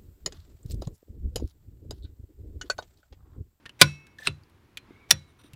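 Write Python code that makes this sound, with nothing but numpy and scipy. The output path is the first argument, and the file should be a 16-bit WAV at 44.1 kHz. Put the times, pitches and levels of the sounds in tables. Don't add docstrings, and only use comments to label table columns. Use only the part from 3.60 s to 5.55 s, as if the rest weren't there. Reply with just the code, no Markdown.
import sys
import numpy as np
from scipy import signal
from scipy.fft import rfft, irfft, next_fast_len
from scipy.io import wavfile
from scipy.ndimage import map_coordinates

SR = 44100
rng = np.random.default_rng(int(sys.argv[2]) if len(sys.argv) > 2 else 0)


def rack_gain(trim_db):
    fader = np.asarray(trim_db, float)
    return 10 ** (fader / 20)


def master(y):
    cut = np.clip(np.atleast_2d(y).T, -1, 1)
    pcm = np.round(cut * 32767)
    wavfile.write(sys.argv[1], SR, pcm.astype(np.int16))


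N = 85995

# start_s, level_db (before the crack's own scaling), rattle_t60_s
SLAM_CONTACTS = [(.2121, -23.5, 0.017), (.2141, 10.5, 0.026), (.2185, 0, .04)]
FLIP_CONTACTS = [(.6655, -25, 0.018), (.6708, -13.5, 0.0059), (.6722, -4, 0.0106), (.677, -21, 0.034)]
SHUT_CONTACTS = [(1.5069, -4, 0.013), (1.5097, 2.5, 0.0263), (1.5225, -22.5, 0.036)]
PART_CONTACTS = [SLAM_CONTACTS, FLIP_CONTACTS, SHUT_CONTACTS]


def unit(x):
    return x / np.sqrt(np.mean(np.abs(x) ** 2) + 1e-20)


def along(points, hz):
    f, v = np.transpose(points)
    return np.interp(np.log(hz + 1), np.log(f + 1), v)


def filtered(x, response):
    m = next_fast_len(len(x) + 8192)
    gain = unit(response(np.fft.rfftfreq(m, 1 / SR)))
    return irfft(rfft(x, m) * gain, m)[:len(x)]


def peaks(table, f):
    total = 0
    for k, (centre, width, db) in enumerate(table):
        band = 1j * f * width
        total = total + (-1) ** k * rack_gain(db) * band / (centre * centre - f * f + band + 1)
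    return total


def add(out, s, x):
    part = out[round(s * SR):][:len(x)]
    part += x[:len(part)]


def wobble(rate, size=N):
    knots = rng.standard_normal(int(size * rate / SR) + 4)
    return map_coordinates(knots, [np.arange(size) * rate / SR])


def hush():
    # (per Hz, relative)
    hush_colour = [(12, -47), (20, -12), (104, 0.5), (163, -8), (337, -7.5), (641, -21), (948, -16.5),
                   (2190, -22), (4670, -32), (8640, -40.5), (16000, -39.5)]
    # time_s, gain_db (before a random wobble)
    shuffle = [(0, 0), (.9, -1), (1.1, -1), (1.399, 3), (1.749, -4.5), (1.95, 2)]
    noise = unit(filtered(rng.standard_normal(N), lambda f: rack_gain(along(hush_colour, f))))
    rustle = signal.lfilter(*signal.butter(1, [200, 4500], "bandpass", fs=SR), noise)
    swell_db = np.interp(np.arange(N) / SR, *np.transpose(shuffle)) + 0.93 * wobble(8.6)
    return rack_gain(-59.5) * (noise + (rack_gain(swell_db) - 1) * rustle)


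def cabin(x):
    # pitch_hz, t60_s
    cabin_decay = [(200, 0.16), (1500, 0.13), (5000, 0.049), (12000, 0.054)]
    out, step = np.zeros(N), SR // 3
    for a in range(0, N, step):
        hz, t, z = signal.stft(rng.standard_normal(SR // 2), SR, nperseg=256)
        fade = rack_gain(-60 * t / along(cabin_decay, hz)[:, None])
        tail = signal.istft(z * fade, SR, nperseg=256)[1]
        add(out, a / SR, signal.fftconvolve(x[a:a + step], tail / np.linalg.norm(tail)))
    return out


def bumps():
    # start_s, level_db, pitch_hz, t60_s
    soft_bumps = [(1.173, -58, 4100, 0.22), (1.288, -45, 249.7, 0.03552), (1.307, -33.5, 330, 0.021),
                  (1.844, -44.5, 295, 0.056), (1.935, -38.5, 130, 0.13)]
    out, t = np.zeros(N), np.arange(SR // 5) / SR
    for s, db, hz, t60 in soft_bumps:
        onset = 1 - np.exp(-t / 0.001)
        add(out, s, rack_gain(db - 60 * t / t60) * np.sin(2 * np.pi * hz * t) * onset)
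    return out


def squeak(skin):
    # time_s, pitch_hz (before a random wobble), level_db
    squeak_path = [(1.3, 2150, -68), (1.336, 2150, -64.5), (1.41, 2280, -63), (1.485, 2247, -71)]
    now = np.arange(N) / SR
    s, hz, db = np.transpose(squeak_path)
    pitch_hz = np.interp(now, s, hz) + 60 * wobble(400)
    friction = signal.lfilter(*signal.butter(4, 4300, fs=SR), skin)
    tone = rack_gain(4.5 * wobble(90)) * np.sin(2 * np.pi * np.cumsum(pitch_hz) / SR)
    return rack_gain(np.interp(now, s, db, -140, -140)) * (tone + rack_gain(-8) * friction)


def rubs(skin):
    # start_s, length_s, level_db
    strokes = [(1.675, .05, -68), (1.787, 0.036, -60), (1.835, 0.056, -61)]
    now, level = np.arange(N) / SR, 0
    for s, length, db in strokes:
        arch = np.sin(np.pi * np.clip((now - s) / length, 0, 1)) ** 0.36
        level = level + rack_gain(db) * arch
    return skin * level


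def hand():
    # pitch_hz, width_hz, level_db
    rub_body = [(299.82, 207.5, -2), (1390, 420, -2), (2618.1, 220, -2), (3740, 350, -0.5),
                (5860, 230, -5.5), (9020, 1140, -8.5), (14500, 1300, -17.5)]
    grains = rng.standard_normal(N) * rack_gain(2.4 * wobble(120))
    skin = unit(filtered(grains, lambda f: np.abs(peaks(rub_body, f)) ** 1.28))
    return rubs(skin) + squeak(skin) + bumps()


def creaks():
    # start_s, level_db (before envelope scaling), length_s (peak at half of it), pitch_hz
    slips = [(0.585, -46.5, 0.008896, 1745), (0.619, -48, 0.012, 1760), (0.645, -55, 0.0095, 1760),
             (0.66, -42.5, 0.0041, 1660)]
    out, t = np.zeros(N), np.arange(SR // 20) / SR
    for s, db, length, hz in slips:
        u = t / (length / 4)
        tone = np.sin(2 * np.pi * hz * t + 0.46 * wobble(714.8, len(t)))
        add(out, s, rack_gain(db - 4.5) * u * u * np.exp(2 - u) * tone)
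    return out


def scrapes():
    # start_s, end_s, final_level_db, growth_db (negative fades)
    strain = [(0.192, 0.213, -30, 23), (0.585, .605, -62, -12.5), (0.597, .67, -45, 14),
              (1.489, 1.504, -47, 10.5)]
    # pitch_hz, width_hz, level_db
    strain_body = [(660, 200, -3), (1985, 650, -1), (3750, 920, -3), (5960, 180, -8.5), (8138, 910, -12.5),
                   (11300, 440, -18.5), (14500, 700, -20)]
    grit = 0
    for row in strain_body:
        band = filtered(rng.standard_normal(N), lambda f: peaks([row], f))
        catch = rack_gain(6 * wobble(90))
        grit = grit + catch * band * rack_gain(row[2]) * np.sqrt(row[1])
    now, level = np.arange(N) / SR, 0
    for a, b, db, growth_db in strain:
        level = level + rack_gain(db - growth_db * (b - now) / (b - a)) * (now > a) * (now < b)
    return unit(grit) * level


def crack(t60, colour, body, body_db, tilt_db=0):
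    bright_hz, bright_fade = 8700, 0.4547
    t = np.arange(SR // 8) / SR

    def broad_response(f):
        return rack_gain(along(colour, f) + tilt_db * np.log2(f / 3000 + 0.009))

    broad = filtered(rng.standard_normal(len(t)), broad_response)
    fall = rack_gain(1.7 * wobble(900, len(t)) - 60 * t / t60)
    burst = rng.standard_normal(len(t)) * fall
    ringing = filtered(burst, lambda f: peaks(body, f) / (1 + 1j * f / bright_hz) ** 2)
    both = broad * fall + rack_gain(body_db) * ringing
    dull = signal.lfilter(*signal.butter(2, bright_hz, fs=SR), both)
    onset = 1 - np.exp(-t / 0.00024)
    return 0.4 * onset * (dull + (both - dull) * rack_gain(-60 * bright_fade * t / t60))


def ticks():
    # start_s, level_db (before the crack's own scaling), rattle_t60_s, pitch_hz, tilt_db (per octave)
    taps = [(.0557, -35.5, 0.0202, 1396, -4), (.0595, -31.5, 0.038, 1800, -3.5),
            (.0935, -32, 0.022, 2947, -3.5), (.468, -46, 0.036, 1600, 1), (.835, -55, 0.022, 4660, 4.5),
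            (.897, -55, 0.032, 3976, 10), (1.1718, -25, 0.037, 2383, 0.5),
            (1.9335, -38.5, 0.035, 2690, 4.5)]
    # (per Hz, relative)
    tap_colour = [(700, -14.5), (1500, -7), (3000, 3.5), (6000, -8.5), (11000, -10.5), (16000, -20.5)]
    out = np.zeros(N)
    for s, db, t60, hz, tilt_db in taps:
        body = [(hz, 0.045 * hz, 0)]
        add(out, s, rack_gain(db) * crack(t60, tap_colour, body, body_db=-1.5, tilt_db=tilt_db))
    return out


def hardest(contacts):
    return max(contacts, key=lambda row: row[1])


def trim():
    # level_db (relative to its hardest contact's level), t60_s
    buzz_parts = [(-46.5, 0.3125), (-46, 0.23), (-49.5, 0.32)]
    # (per Hz, relative)
    buzz_colour = [(300, -6.5), (1500, -2), (4000, 1), (10000, -10), (16000, -20)]
    out, t = np.zeros(N), np.arange(SR // 2) / SR
    for contacts, (under_db, t60) in zip(PART_CONTACTS, buzz_parts):
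        s, db, _ = hardest(contacts)
        flutter = rng.standard_normal(len(t)) * rack_gain(1.3 * wobble(350, len(t)))
        buzz = unit(filtered(flutter, lambda f: rack_gain(along(buzz_colour, f))))
        dull = signal.lfilter(*signal.butter(2, 10990, fs=SR), buzz)
        fading = dull + (buzz - dull) * rack_gain(-60 * t / t60)
        add(out, s, rack_gain(db + under_db - 60 * t / t60) * fading)
    return out


def panel():
    # pitch_hz, t60_s, first_cover_db, lever_db, second_cover_db
    modes = [(44.95, 0.054, -2, -11, -9), (67, 0.26, -15, -8, -12.5), (84, .35, -13, -6.5, -5.5),
             (111.4, 0.2, -11, -2, -1), (122.6, .1, 4.5, -12, -13.5), (146.2, 0.29, -1.5, -3, -3),
             (194.7, .22, -11, -15.5, -7), (265.7, 0.11, -9.5, -7, -13.5), (330, 0.17, -13.5, -14.5, -15.5),
             (398.3, 0.065, -20, 1, -4.5), (533.6, 0.16, -16, -19, -10.5), (1380, 0.079, -18, -27, -15.5),
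             (2194, 1, -34.5, -54, -33), (2413, .12, -27, -28, -11.5), (2610, 0.55, -20.5, -40.5, -46),
             (3480, 0.11, -22.5, -15, -3.5), (3940, 0.4, -29, -39.5, -19.5), (4010, 0.15, -21.5, -11, -11),
             (5670, 0.15, -25, -33, -6), (5615, 0.41, -25.5, -50, -40)]
    drive_db = [-14.5, -27.5, -28]
    rise_cycles = 1.1
    waver_rad, flutter_db = 0.3, 1.2
    out, t = np.zeros(N), np.arange(SR // 2) / SR
    for k, contacts in enumerate(PART_CONTACTS):
        s = hardest(contacts)[0]
        for hz, t60, *level_db in modes:
            rise = 1 - np.exp(-t * hz / rise_cycles)
            waver = hz / 2000 * waver_rad * wobble(54, len(t))
            flutter = hz / 2000 * flutter_db * wobble(40, len(t))
            level = rack_gain(drive_db[k] + level_db[k] + flutter - 60 * t / t60)
            add(out, s, level * rise * np.sin(2 * np.pi * hz * t + waver))
    return out


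def snaps():
    # pitch_hz, width_hz, level_db
    slam_body = [(1030, 80, -4.5), (1490, 72, -4), (2280, 210, -2.5), (3530, 420, -3), (4723, 540, -3.5),
                 (10350, 220, 0.5), (13300, 240, -15)]
    flip_body = [(1300, 200, -11.5), (2640, 164, -2), (3900, 470, -3), (4310, 620, -7), (8780, 720, -8.5)]
    shut_body = [(1466, 79, -5), (2620, 190, -11), (3560, 170, -8.5), (4017, 160, -5.5), (5606, 260, -1),
                 (8560, 300, -16.5), (9050, 130, -4.5), (11250, 210, -5)]
    # (per Hz, relative)
    slam_colour = [(200, -7.5), (1500, -10), (2500, -9.5), (4700, -8.5), (10000, -12.5), (17000, -21)]
    flip_colour = [(200, -8.5), (1500, -7.5), (3500, -2.5), (6000, -14), (9000, -28), (17000, -43.5)]
    shut_colour = [(200, -23.5), (1420, -6), (3300, -7.5), (5600, -8), (10000, -7.5), (17000, -17.5)]
    body_over_db = [1.5, 3.5, 1.5]
    bodies = [slam_body, flip_body, shut_body]
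    colours = [slam_colour, flip_colour, shut_colour]
    out = np.zeros(N)
    for contacts, body, colour, body_db in zip(PART_CONTACTS, bodies, colours, body_over_db):
        for s, db, t60 in contacts:
            add(out, s, rack_gain(db) * crack(t60, colour, body, body_db))
    return out


def scene():
    near = snaps() + ticks() + creaks() + scrapes() + hand()
    ring = panel() + trim()
    mix = near + ring + rack_gain(-17.5) * cabin(near) + hush()
    return mix[None]


def band_limit(x):
    return signal.sosfilt(signal.butter(12, 16130, fs=SR, output="sos"), x)


def record(dry):
    ceiling, hardness = 1.1, 5.3
    clipped = dry / (1 + np.abs(dry / ceiling) ** hardness) ** (1 / hardness)
    mix = signal.filtfilt(*signal.butter(4, 16300, fs=SR), clipped)
    return band_limit(mix)


dry = scene()
out = record(dry)
master(out)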